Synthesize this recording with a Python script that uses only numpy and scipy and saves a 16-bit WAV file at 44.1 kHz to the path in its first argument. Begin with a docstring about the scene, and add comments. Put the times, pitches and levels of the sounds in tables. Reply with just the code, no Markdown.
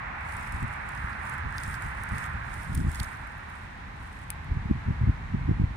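"""A gust rushes through forest tree crowns and dies away, heard on a hand-held two-port microphone
moving slowly over an anthill. Thin twigs snap and ring, and dry needles and bark crunch in short
bursts as weight shifts on the litter. The hand on the casing adds a low rumble, and slipping fingers
make soft bumps that cluster towards the end. The distant forest hushes underneath."""
import sys
import numpy as np
from scipy import signal
from scipy.fft import rfft, irfft
from scipy.io import wavfile
from scipy.ndimage import uniform_filter1d, map_coordinates

SR = 44100
rng = np.random.default_rng(int(sys.argv[2]) if len(sys.argv) > 2 else 0)


def unload_audio(sound):
    """Save the sound as a 16-bit wav file, at the path given as the first command line argument."""
    columns = np.transpose(np.atleast_2d(sound))
    # keep every value between -1 and 1, then stretch to whole-number steps
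    steps = np.round(np.clip(columns, -1, 1) * 32767)
    wavfile.write(sys.argv[1], SR, steps.astype(np.int16))


N = 254016
TIME = np.arange(N) / SR
FREQ = np.maximum(np.arange(N // 2 + 1) * SR / N, 1)
TOP_HZ = 15700

# Finger slips on the casing. Each row: start in s, length in s, level in dB, contact time in ms.
FINGER_SLIPS = [(0.546, 0.011, -19.5, 5.9), (0.627, 0.035, -21.5, 2.54), (1.045, 0.0084, -26, 3.3),
                (1.461, .005, -20, 2.9), (1.68, 0.007, -22.5, 4.7), (1.857, 0.0046, -23.5, 4.2),
                (2.12, .05, -26.5, 2.5), (2.344, .006, -24.5, 4.2), (2.698, 0.059, -21, 3.9),
                (2.777, 0.044, -17, 2.26), (2.846, 0.042, -19, 3), (3.01, 0.014, -21, 3.2),
                (4.516, 0.021, -16, 4.7), (4.569, .01, -16, 3.5), (4.656, 0.0077, -18, 4.2),
                (4.711, .01, -15, 1.34), (4.755, 0.022, -23, 4.3), (4.885, 0.037, -15.5, 1.86),
                (5.013, 0.038, -16, 3.2), (5.076, 0.019, -13, 2.6), (5.346, .01, -17, 1.4),
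                (5.369, 0.088, -25.5, 3.5), (5.493, 0.04, -13.5, 1.77), (5.599, .055, -15, 2.3)]


def wind(flutter_db=1.26, gain_db=1.0, lag_ms=.58):
    """Air rushes through the crowns all around; the nearest trees reach the left port first."""
    # Dying gust. Each row: time in s, level in dB, left minus right in dB.
    gust = [(0.0, -36.5, -2.5), (0.58, -40, -3), (1.07, -38, -4.5), (1.32, -36.5, -5), (1.52, -40.5, -5.5),
            (1.56, -38.5, -4.0), (2.23, -39.5, -4.5), (2.73, -42, -6.5), (2.82, -46, -4.5),
            (2.92, -43, -6.5), (3.27, -42.5, -4), (3.87, -49, -3), (5.29, -45.5, -1.5), (5.7, -51.5, -5.5),
            (5.76, -48.5, -10)]
    # Its passage through the nearest trees. Each row: time in s, level over the other crowns in dB.
    near_share = [(0, -6.5), (0.9, 0), (1.3, 3), (2.4, 3.5), (4.5, -4.5), (5.76, -10)]
    # Spectra of the nearest trees and the crowns around. 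Each row: frequency in Hz, gain in dB.
    near_spectrum = [(500, -22), (800, -11), (1200, -1.5), (1520, -0.5), (1850, -3), (2300, -11.5),
                     (3100, -29.5)]
    crown_spectrum = [(400, -22.5), (560, -13.5), (700, -7), (850, 1), (1050, -0.5), (1300, -3.5),
                      (1550, -3), (1900, -1.5), (2300, -6.5), (2700, -13), (3100, -26.5), (4000, -34)]
    level_db, pan_db = curves(gust)
    near_db, = curves(near_share)
    left = colour(rng.standard_normal(N), near_spectrum)
    right = map_coordinates(left, [np.arange(N) - lag_ms * SR / 1000], order=3, mode="reflect")
    near = unit(np.array([left, right])) * undb(near_db + flutter_db * walk(11.0))
    around = unit(colour(diffuse(), crown_spectrum)) * undb(flutter_db * walk(6.05))
    blend = (near + around) / np.hypot(1, undb(near_db))
    return blend * undb(level_db + gain_db) * pan(pan_db)


def twig_snaps(crack_db=7.0, splinter_db=-22, splinter_s=0.00063,
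               ground_db=-42, ground_s=0.015, ring_db=-12):
    """A twig gives with one sharp crack, splinters and rings; the ground scatters a faint tail."""
    # Snaps. Each row: time in s, level in dB, ring offset in dB, pitch in Hz, left minus right in dB.
    snaps = [(0.3681, -30, -5, 7800, -6), (0.5233, -26.5, -10, 5200, -6), (0.9752, -43, 5, 5400, -3),
             (1.131, -44, 6, 4700, -6), (1.297, -30.5, -4, 8800, -11), (1.5822, -28, 7.5, 5000, -4),
             (1.7424, -28, -3, 4800, 0), (1.8228, -26.5, -6, 6630, -1), (2.0362, -25, -8, 8600, -5),
             (2.2414, -31, 0, 3220, -4), (2.6321, -27, -14, 7800, 2), (2.749, -19, -3, 13630, -1),
             (2.752, -17, -11, 8600, 2), (2.9167, -26, -12, 5430, -5), (2.9572, -28.5, 2, 6950, -2),
             (2.9986, -23.5, 3, 4540, 4), (3.0017, -20.5, -4, 4520, -16), (3.0453, -32, 1, 5570, 0),
             (3.273, -37, -9, 9500, 2), (3.3802, -40, -8, 13800, 0), (3.501, -39, -12, 7000, 0),
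             (4.3034, -8.5, -23, 2280, 7), (4.4452, -38, -10, 7000, 4)]
    # Twig modes. Each row: multiple of the pitch, T60 in s, level in dB.
    modes = [(.72, 0.0054, 0.5), (1, 0.0091, 3), (1.16, 0.0036, 1), (2.05, 0.0054, -6)]
    # Crack spectrum. Each row: frequency in Hz, gain in dB.
    crack_spectrum = [(1200, -19), (2200, -7.5), (4000, -14), (6300, -16), (7600, -8.5), (9400, 1.5),
                      (10800, -3), (12000, -8), (14500, -15), (16000, -19)]
    cracks, rings = np.zeros((2, 2, N))
    t = TIME[:SR // 15]
    splinters = undb(splinter_db) * (t / splinter_s) * np.exp(1 - t / splinter_s)
    tail = splinters + undb(ground_db) * np.exp(-t / ground_s)
    for s, db, wood_db, hz, pan_db in snaps + small_twigs():
        crack = rng.standard_normal((2, len(t))) * tail
        crack[0, 0] = 1
        crack[1, max(int(pan_db // 2), 0)] = 1  # a twig on the left reaches the right port later
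        ring = sum(undb(mode_db - 60 * t / t60_s)
                   * np.sin(2 * np.pi * (hz * multiple * t + rng.random((2, 1))))
                   for multiple, t60_s, mode_db in modes if hz * multiple < TOP_HZ)
        add(cracks, s, crack * undb(db + crack_db) * pan(pan_db))
        add(rings, s, ring * undb(db + wood_db + ring_db) * pan(pan_db))
    return colour(cracks, crack_spectrum) + rings


def small_twigs(count=14, over_load_db=18, scatter_db=2, wood_db=-4,
                ring_hz=6200, spread_octaves=0.39, pan_db=-1.5, pan_spread_db=3):
    """Thin twigs give at random, more often and louder under load; returns snap rows."""
    load_db = litter_load_db()
    summed_load = np.cumsum(undb(load_db / 2))
    times = np.interp(rng.random(count), summed_load / summed_load[-1], TIME)
    rows = []
    for s, (size, pitch, place) in zip(times, rng.standard_normal((count, 3))):
        db = np.interp(s, TIME, load_db) + over_load_db + scatter_db * size
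        hz = ring_hz * 2 ** (spread_octaves * pitch)
        rows.append((s, db, wood_db, hz, pan_db + pan_spread_db * place))
    return rows


def litter_crunch(max_breaks_per_s=3000, spread_db=5.0, max_stalks_per_s=260, stalk_spread_db=6.0,
                  stalk_db=-3, grain_s=0.0015, gain_db=1.5):
    """Dry fragments break in one band per size, stalks in all bands; load makes more and louder breaks."""
    # Fragment sizes. Each row: band centre in Hz, width in octaves, level in dB.
    fragments = [(3360, 0.21, -1), (4940, 0.34, -2.5), (7920, 0.22, 0.5), (9250, 0.12, 3),
                 (11000, 0.13, -6), (13700, 0.13, -9.5)]
    load_db = litter_load_db()
    activity = undb((load_db - load_db.max()) / 4) / SR
    stalks = breaks(max_stalks_per_s * activity, stalk_spread_db) * undb(stalk_db) ** 2
    spectrum = 0
    for hz, octaves, db in fragments:
        impulses = breaks(max_breaks_per_s * activity, spread_db) + stalks + 1e-18
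        energy = signal.lfilter([1], [1, -np.exp(-1 / (grain_s * SR))], impulses)
        grains = rng.standard_normal((2, N)) * np.sqrt(energy)  # one tiny noise burst per break
        band = np.exp(-(np.log2(FREQ / hz) / octaves) ** 2 / 2)
        spectrum = spectrum + rfft(grains) * undb(db) * band
    return unit(irfft(spectrum, N)) * undb(load_db + gain_db)


def breaks(chance, spread_db):
    """Energy of random breaks, mostly tiny, now and then large; mean 1."""
    hits = rng.random(N) < chance
    size = undb(spread_db * np.minimum(rng.exponential(size=N), 5))
    energy = hits * size ** 2 / chance
    return energy / energy.mean()


def litter_load_db(attack_s=0.049, release_s=0.027, settle_db=-10, settle_s=.3):
    """Each press builds, holds and lets go, then the litter settles."""
    # Presses of weight on the litter. Each row: start in s, length in s, level in dB.
    presses = [(0.298, .18, -56.5), (0.551, 0.064, -58.5), (0.718, 0.036, -65), (0.894, 0.22, -63),
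               (1.253, 0.088, -57.5), (1.588, .16, -53.5), (1.841, .05, -56.5), (2.01, 0.037, -62.5),
               (2.153, .1, -54.5), (2.523, 0.13, -56), (2.735, .07, -55.5), (2.909, .13, -53),
               (3.098, 0.023, -59), (3.522, .12, -67), (4.022, .22, -66)]
    power = 0
    for s, length_s, db in presses:
        press = swell(s, length_s, attack_s, release_s)
        settling = undb(settle_db) * swell(s, length_s, attack_s, settle_s)
        power = power + undb(db) ** 2 * (press ** 2 + settling ** 2)
    return 10 * np.log10(power)


def finger_bumps(push_db=4.5, casing_hz=72, casing_q=0.95, scuff_db=-19, scuff_s=0.012, lag_s=.0009):
    """A soft push rebounds in the casing with a dull scuff of skin; it reaches the left port late."""
    # Spectrum of skin on the casing. Each row: frequency in Hz, gain in dB.
    scuff_spectrum = [(110, -7), (200, 2), (290, -6.5), (460, -14)]
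    pushes, contact = np.zeros((2, N))
    t = TIME[:SR // 12] - 1 / 25  # zero at the centre of the push
    for s, db, contact_ms in stick_slip():
        add(pushes, s + t[0], undb(db + push_db) / np.cosh(2 * t * 1000 / contact_ms))
        add(contact, s + t[0], undb(db + scuff_db) * (3 / contact_ms) * np.exp(-(t / scuff_s) ** 2))
    w = 1j * FREQ / casing_hz
    rebound = rfft(pushes) * w ** 2 / (w ** 2 + w / casing_q + 1)  # resonant high-pass
    scuff = rfft(contact * unit(colour(rng.standard_normal(N), scuff_spectrum)))
    lowpass_hz = scuff_spectrum[-1][0]
    right = (rebound + scuff) / np.sqrt(1 + (FREQ / lowpass_hz) ** 8)
    left = right * np.exp(-2j * np.pi * FREQ * lag_s)
    return irfft(np.array([left, right]), N)


def stick_slip(max_bumps=8, gap_s=.02, jitter=.12, scatter_db=1.5):
    """A slipping finger catches repeatedly. Each row: time in s, level in dB, contact time in ms."""
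    rows = []
    for start_s, length_s, db, contact_ms in FINGER_SLIPS:
        s = start_s
        for gap, size in rng.standard_normal((max_bumps, 2)):
            if s <= start_s + length_s:
                rows.append((s, db + scatter_db * size, contact_ms))
            s += gap_s * np.exp(jitter * gap)
    return rows


def grip_rumble(slip_db=-14, attack_s=0.039, release_s=0.041, uneven_db=0.5, side_db=-12, side_hz=110):
    """The grip rumbles, more around each slip; the casing moves whole in deep bass, flexes higher up."""
    # Hand at rest on the casing. Each row: time in s, level in dB.
    hold = [(0, -42), (2.9, -38.5), (3.4, -46.5), (4.2, -43), (5.76, -36)]
    # Casing spectrum. Each row: frequency in Hz, gain in dB.
    casing_spectrum = [(20, -14.5), (45, 1), (75, 1), (130, -4.5), (200, -13.5), (290, -25), (400, -34)]
    hold_db, = curves(hold)
    slip_power = sum((undb(db + slip_db) * swell(s, length_s, attack_s, release_s)) ** 2
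                     for s, length_s, db, _ in FINGER_SLIPS)
    envelope = np.sqrt(undb(hold_db) ** 2 + slip_power)
    mid, side = unit(colour(rng.standard_normal((2, N)), casing_spectrum))
    side = irfft(rfft(side) * np.minimum(FREQ / side_hz, 3), N) * undb(side_db)
    return np.array([mid + side, mid - side]) * envelope * undb(uneven_db * walk(24.45))


def forest_hush(level_db=-47, sway_db=.4):
    """Steady hush of the distant forest, swaying very slightly."""
    # Still-air spectrum. Each row: frequency in Hz, gain in dB.
    hush_spectrum = [(88, -25), (150, -4.5), (217, -5.5), (414, -15), (578, -14.5), (821, -6.5),
                     (1060, -6.5), (1310, -16), (1870, -9), (3100, -22), (3920, -23.5), (4580, -30),
                     (9260, -39), (14500, -51), (16000, -67)]
    envelope = undb(level_db + sway_db * walk(3))
    return unit(colour(diffuse(), hush_spectrum)) * envelope


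def diffuse(port_gap_m=0.32):
    """White noise from all sides at two spaced ports: alike in the bass, unrelated in the treble."""
    coherence = np.sinc(2 * FREQ * port_gap_m / 343)
    mid, side = rfft(rng.standard_normal((2, N))) * np.sqrt([1 + coherence, 1 - coherence])
    return unit(irfft(np.array([mid + side, mid - side]), N))


def colour(x, points):
    """Minimum-phase filter with the given spectrum, falling 24 dB per octave just beyond its ends."""
    octaves_outside = np.abs(np.log2(FREQ / np.clip(FREQ, points[0][0], points[-1][0])))
    gain_db = spectrum_db(points) - 24 * np.minimum(octaves_outside, 3)
    cepstrum = irfft(np.log(undb(gain_db)), N)
    cepstrum[1:N // 2] *= 2
    cepstrum[N // 2 + 1:] = 0
    return irfft(rfft(x) * np.exp(rfft(cepstrum)), N)


def spectrum_db(points):
    """(Hz, dB) points interpolated over log frequency."""
    hz, db = np.transpose(points)
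    return np.interp(np.log(FREQ), np.log(hz), db)


def curves(table):
    """Each column after the time as a value per sample."""
    s, *columns = np.transpose(table)
    return [np.interp(TIME, s, column) for column in columns]


def swell(start_s, length_s, attack_s, release_s):
    """Envelope that rises towards its start, holds at 1 and dies away."""
    rise = np.minimum(TIME - start_s, 0) / attack_s
    fall = np.maximum(TIME - start_s - length_s, 0) / release_s
    return np.exp(np.maximum(rise - fall, -20))


def walk(rate_hz):
    """Random steps, smoothed twice; rms 1."""
    width = int(SR / rate_hz)
    steps = np.repeat(rng.standard_normal(N // width + 1), width)
    return unit(uniform_filter1d(uniform_filter1d(steps, width), width)[:N])


def add(track, s, sound):
    """Mix a sound into a track at time s."""
    start = max(int(s * SR), 0)
    track[..., start:start + sound.shape[-1]] += sound[..., :N - start]


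def pan(db):
    """Left and right gains for a level difference."""
    return undb(np.array([db, -db]).reshape(2, -1) / 2)


def undb(db):
    """Decibels to gain."""
    return 10 ** (np.asarray(db) / 20)


def unit(x):
    """Scale to rms 1."""
    return x / np.sqrt(np.mean(x ** 2))


def scene():
    """Forest air, litter and twigs at the two ports, plus the hand on the casing."""
    # Treble imbalance of the ports. Each row: frequency in Hz, left minus right in dB.
    port_balance = [(200, 0), (1300, 0), (2200, -2), (3100, 2), (4000, -4), (6000, 4), (7200, -2.5),
                    (8700, -3), (10000, 0.5), (13000, 2)]
    forest = wind() + forest_hush() + litter_crunch()
    at_ports = irfft(rfft(forest) * pan(spectrum_db(port_balance)), N)
    return at_ports + twig_snaps() + grip_rumble() + finger_bumps()


def record(dry):
    """Steep low-pass at TOP_HZ."""
    return signal.sosfilt(signal.ellip(8, .2, 70, TOP_HZ, fs=SR, output="sos"), dry)


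dry = scene()
out = record(dry)
unload_audio(out)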